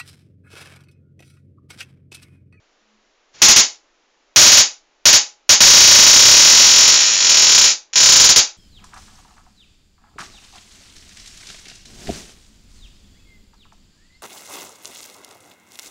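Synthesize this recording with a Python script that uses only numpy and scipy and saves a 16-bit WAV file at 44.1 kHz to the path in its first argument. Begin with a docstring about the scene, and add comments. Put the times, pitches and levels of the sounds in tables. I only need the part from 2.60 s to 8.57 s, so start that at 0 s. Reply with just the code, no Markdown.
"""A small workshop: high-voltage sparks jump from a hand-held wire tip at a bench, into a small microphone.
Over quiet room and microphone noise a faint low hum swells; a faint hiss is smeared ahead of the first crack.
Single cracks follow, then a long run of sparks, two weak cracks and a last, shorter run. Each spark is one
sharp pulse with echoes, ringing modes and a room tail; a longer wait makes it louder. The sparks overload the
input, the band ends near 7 kHz, and their tops are flattened."""
import sys
import numpy as np
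from scipy import signal
from scipy.fft import rfft, irfft
from scipy.io import wavfile
from scipy.ndimage import uniform_filter1d

SR = 44100
rng = np.random.default_rng(int(sys.argv[2]) if len(sys.argv) > 2 else 0)


def unload_audio(sound):
    """Save the sound as a 16-bit wav file, at the path given as the first command line argument."""
    columns = np.transpose(np.atleast_2d(sound))
    # keep every value between -1 and 1, then stretch to whole-number steps
    steps = np.round(np.clip(columns, -1, 1) * 32767)
    wavfile.write(sys.argv[1], SR, steps.astype(np.int16))


def invert_db(level):
    """Linear amplitude ratio for a level in decibels (20 dB per decade), elementwise."""
    return 10 ** (np.asarray(level, dtype=float) / 20)


N = 263277  # samples

# Single cracks, as the tip comes near and leaves again: start_s, pulse_peak_db (before scatter and overload)
SINGLE_CRACKS = [(0.8185, 35), (0.883, 31.5), (0.9615, 31), (1.7605, 38), (1.8144, 33.5), (1.8627, 31),
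                 (1.918, 29.5), (1.9713, 29), (2.4551, 33.5), (2.528, 31), (2.8926, 34), (5.3314, -9.5),
                 (5.3352, -1.5)]
# Two runs, sparking faster as the tip is held nearer: time_s, rate_sparks_per_s
LONG_RUN_RATE = [(3.0051, 31.77), (3.445, 24.88), (3.478, 30.58), (3.745, 35.6), (4.018, 42.89),
                 (4.246, 42.99), (4.279, 40.57), (4.412, 69.94), (4.498, 119.43), (4.571, 94.91),
                 (4.612, 49.42), (4.638, 47.06), (4.678, 41.26), (4.765, 37.43), (4.852, 43.1),
                 (5.011, 28.03), (5.115, 87.9)]
LAST_RUN_RATE = [(5.357, 56.36), (5.39, 38.2), (5.597, 23.89), (5.643, 22.19), (5.76, 11.3)]
# Strength of the supply in the runs: time_s, pulse_peak_db (after a wait of 30 ms, before scatter and overload)
SUPPLY_STRENGTH = [(3, 21.5), (3.05, 24), (4.0, 23.5), (4.33, 20), (4.5, 24.5), (4.65, 18.5), (4.85, 19.5),
                   (5.12, 19.5), (5.36, 21), (5.55, 22.5), (5.76, 17)]
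# Early echoes from bench, shelf and walls: delay_s, level_db (re direct pulse), sign (1 or -1)
EARLY_ECHOES = [(.00023, -2, -1), (.00118, -11, 1), (.00204, -14, 1), (.00317, -10, 1), (.00376, -7, 1),
                (.00497, -9, 1), (.00587, -14, 1), (.00687, -10, 1), (.00803, -8, 1), (.00959, -13, 1),
                (.01098, -12, 1), (.01297, -13, 1), (.0161, -13, 1), (.01925, -12, 1), (.02159, -14, 1)]
# Room and bench modes that ring on: pitch_hz, start_level_db (re spark drive), t60_s
RINGING_MODES = [(488, -70.5, 0.31), (834, -58.5, .38), (976, -61.5, 0.23), (2350, -51, 0.14),
                 (2904, -40.5, .15), (3296, -41.5, 0.2), (4396, -42, 0.17), (4656, -32, 0.089),
                 (4929, -37.5, 0.21), (5254, -40, 0.17), (5580, -37.5, 0.12), (5900, -40.5, 0.19),
                 (6020, -43, .12), (6730, -37.5, 0.11)]
# Colour of the diffuse room tail at its start: frequency_hz, relative_level_db (per Hz)
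TAIL_COLOUR = [(150, -51.5), (300, -19), (700, -10.5), (1500, -9.5), (2900, -4), (4100, 0), (5000, 4.5),
               (7500, 6)]
# How long the room tail lasts: frequency_hz, t60_s
TAIL_DECAY = [(150, .18), (350, .22), (700, .27), (1500, .24), (3000, .23), (7500, .22)]
# Faint hiss smeared ahead of the first crack, no source at the bench: time_s, level_db (before its treble tilt)
SMEARED_HISS = [(.72, -64), (.75, -38.5), (.78, -38.5), (.818, -33)]
# One swell of the low hum: time_s, gain_db (added to each tone's level)
HUM_SWELL = [(.2, -96), (.27, -89), (.35, -81), (.42, -93), (.48, -97)]
# Tones of the hum: pitch_hz, relative_level_db
HUM_PITCHES = [(214, 19), (324, -7)]
# Colour of the quiet room and microphone noise: frequency_hz, relative_level_db (per Hz)
FLOOR_COLOUR = [(10, 9), (25, 5), (55, -20.5), (100, -21), (160, -18.5), (300, -3.5), (600, -4), (1200, -7),
                (3000, -11), (7000, -14.5)]

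TIMING_SCATTER = 0.015  # share of the wait
DB_PER_DOUBLING, FULL_CHARGE_S = 10.5, 0.07  # a wait beyond full charge adds no loudness
SCATTER_DB = 1.02  # chance spread of the spark level
PULSE_HZ = 7720  # where the pulse's spectrum peaks
TIP_WANDER, TIP_JITTER = 0.38, 0.2  # radians per s, radians per spark
TAIL_DB, TAIL_BUILD_S = -24, 0.0022
CLUTTER_DB, CLUTTER_T60_S = -0.5, 0.22  # extra tail, fading on top of each band's own decay
EVEN_OVER_HZ = 150, 1200  # colour bumps between these widths are levelled
HISS_TILT = 0.35  # share of the previous sample taken away
FLOOR_DB = -58.5  # rms at the microphone
INPUT_TOP, INPUT_BOTTOM = 1.045, 0.99  # overload limits, full scale = 1
BAND_END_HZ, RIPPLE_DB, STOP_DB = 7050, 1.2, 56
LEAK_DB, LEAK_END_HZ = -36, 9100
OUTPUT_TOP, KNEE = 0.74, 42
SOFT_TOP_HZ, TOP_HZ = 16500, 15750


def sparks():
    """Each spark sends out a direct pulse, echoes, ringing modes and a tail that shifts as the tip moves."""
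    start_s, peak_db = spark_list()
    chance = rng.standard_normal((len(start_s), 2))
    at = np.round(start_s * SR).astype(int)
    train, angle = np.zeros((2, N))
    train[at] = invert_db(peak_db + SCATTER_DB * chance[:, 0])
    angle[at] = TIP_WANDER * start_s + TIP_JITTER * chance[:, 1]

    early = train.copy()
    for delay_s, echo_db, sign in EARLY_ECHOES:
        lag = round(delay_s * SR)
        early[lag:] += sign * invert_db(echo_db) * train[:N - lag]

    # two independent tails, mixed by where the tip is
    tails = np.zeros(N)
    for share in (np.cos(angle), np.sin(angle)):
        tails += signal.fftconvolve(train * share, room_tail())[:N]
    modes = signal.fftconvolve(train, ringing())[:N]
    return n_pulse(early) + tails + modes


def spark_list():
    """Times and peak dB of all sparks; in the runs a longer wait builds more charge and a louder crack."""
    crack_s, crack_db = np.transpose(SINGLE_CRACKS)
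    start_s, peak_db = [crack_s], [crack_db]
    for rate in (LONG_RUN_RATE, LAST_RUN_RATE):
        even = firing_times(rate)
        even_wait = np.diff(even, prepend=even[0])
        run = even + TIMING_SCATTER * even_wait * rng.standard_normal(len(even))
        last_crack_s = crack_s[crack_s < run[0]].max()
        wait = np.minimum(np.diff(run, prepend=last_crack_s), FULL_CHARGE_S)
        supply_db = np.interp(run, *np.transpose(SUPPLY_STRENGTH))
        start_s.append(run)
        peak_db.append(supply_db + DB_PER_DOUBLING * np.log2(wait / 0.03))
    return np.concatenate(start_s), np.concatenate(peak_db)


def firing_times(rate):
    """A spark at the start, then one each time the summed rate passes a whole number."""
    s, per_s = np.transpose(rate)
    t = np.arange(s[0], s[-1], 1 / SR)
    charge = np.cumsum(np.interp(t, s, per_s)) / SR
    return np.interp(np.arange(round(charge[-1]) + 1), charge, t)


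def n_pulse(x):
    """Turn each impulse into an N-shaped pressure pulse: two opposite swings in quick succession."""
    phase = np.arange(-8, 9) / SR * PULSE_HZ * 2 * np.pi
    return np.convolve(x, phase * np.exp(0.5 - phase ** 2 / 2), "same")


def ringing():
    """Decaying sines: the modes of room and bench that every spark sets ringing."""
    t = np.arange(SR // 2) / SR
    return sum(invert_db(db - 60 * t / t60) * np.sin(2 * np.pi * hz * t) for hz, db, t60 in RINGING_MODES)


def room_tail():
    """Diffuse noise that builds up, then dies at its own pace in each third-octave band."""
    t = np.arange(SR // 2) / SR
    out = 0
    edges = 100 * 2 ** np.arange(0, 7.1, 1 / 3)
    for low, high in zip(edges, edges[1:]):
        hz = np.sqrt(low * high)
        band_filter = signal.butter(2, [low, high], "band", fs=SR, output="sos")
        band = signal.sosfilt(band_filter, rng.standard_normal(len(t)))
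        out = out + band * invert_db(at_hz(TAIL_COLOUR, hz) - 60 * t / at_hz(TAIL_DECAY, hz))
    # scatter off the cluttered bench lifts the early tail most
    clutter = 1 + invert_db(CLUTTER_DB - 60 * t / CLUTTER_T60_S)
    build = 1 - np.exp(-t / TAIL_BUILD_S)
    return even_colour(invert_db(TAIL_DB) * out * clutter * build)


def even_colour(tail):
    """Level out chance bumps in the spectrum, keeping its fine lines and its overall slope."""
    size = 2 * len(tail)
    spectrum = rfft(tail, size)
    power = np.abs(spectrum) ** 2
    near, wide = (uniform_filter1d(power, size=round(hz * size / SR)) for hz in EVEN_OVER_HZ)
    return irfft(spectrum * np.sqrt(np.abs(wide / (near + 1e-20))))[:len(tail)]


def smeared_hiss():
    """Faint hiss smeared ahead of the first crack: noise tilted to the treble by a one-sample difference."""
    tilted = signal.lfilter([1, -HISS_TILT], [1], rng.standard_normal(N))
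    return envelope(SMEARED_HISS) * tilted


def hum():
    """Two low steady tones that swell together."""
    t = np.arange(N) / SR
    tones = sum(np.sqrt(2) * invert_db(db) * np.sin(2 * np.pi * hz * t) for hz, db in HUM_PITCHES)
    return envelope(HUM_SWELL) * tones


def noise_floor():
    """Steady room and microphone noise, coloured in the spectrum."""
    hz = np.maximum(np.arange(N // 2 + 1) * SR / N, 1)
    spectrum = rfft(rng.standard_normal(N)) * invert_db(at_hz(FLOOR_COLOUR, hz))
    return invert_db(FLOOR_DB) * rms_one(irfft(spectrum, N))


def rms_one(x):
    """Scale to rms 1."""
    return x / np.sqrt(np.mean(x ** 2) + 1e-20)


def envelope(rows):
    """Gain from time_s, level_db rows, practically silent outside them."""
    s, db = np.transpose(rows)
    return invert_db(np.interp(np.arange(N) / SR, s, db, left=-150, right=-150))


def at_hz(points, hz):
    """Read a table on a log-frequency axis."""
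    table_hz, value = np.transpose(points)
    return np.interp(np.log(hz), np.log(table_hz), value)


def low_pass(hz, order, ripple_db, stop_db):
    """Steep elliptic cut, which rings near its edge."""
    return signal.ellip(order, ripple_db, stop_db, hz, fs=SR, output="sos")


def scene():
    """Sparks, hum and noise at one microphone, plus the hiss smeared ahead of the first crack."""
    return (sparks() + smeared_hiss() + hum() + noise_floor())[None]


def top_cut(x):
    """Nothing passes above the cut-off."""
    return signal.sosfilt(signal.butter(12, 17010, fs=SR, output="sos"), x)


def record(dry):
    """The input saturates, a ringing filter ends the band with a little leakage, and peaks are clipped again."""
    x = signal.sosfilt(signal.butter(4, 9500, fs=SR, output="sos"), dry)
    x = np.clip(x, -INPUT_BOTTOM, INPUT_TOP)  # uneven rails turn overload into low thumps
    band = signal.sosfilt(low_pass(BAND_END_HZ, order=6, ripple_db=RIPPLE_DB, stop_db=STOP_DB), x)
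    x = band + invert_db(LEAK_DB) * x
    x = signal.sosfilt(signal.butter(1, 14, "high", fs=SR, output="sos"), x)
    x = signal.sosfiltfilt(low_pass(LEAK_END_HZ, order=8, ripple_db=0.2, stop_db=35), x)
    x = x / (1 + np.abs(x / OUTPUT_TOP) ** KNEE) ** (1 / KNEE)  # flat top with a rounded knee
    # phase-true cuts keep the tops flat
    x = signal.sosfiltfilt(signal.butter(2, SOFT_TOP_HZ, fs=SR, output="sos"), x)
    x = signal.sosfiltfilt(low_pass(TOP_HZ, order=8, ripple_db=0.2, stop_db=35), x)
    return top_cut(x)


dry = scene()
out = record(dry)
unload_audio(out)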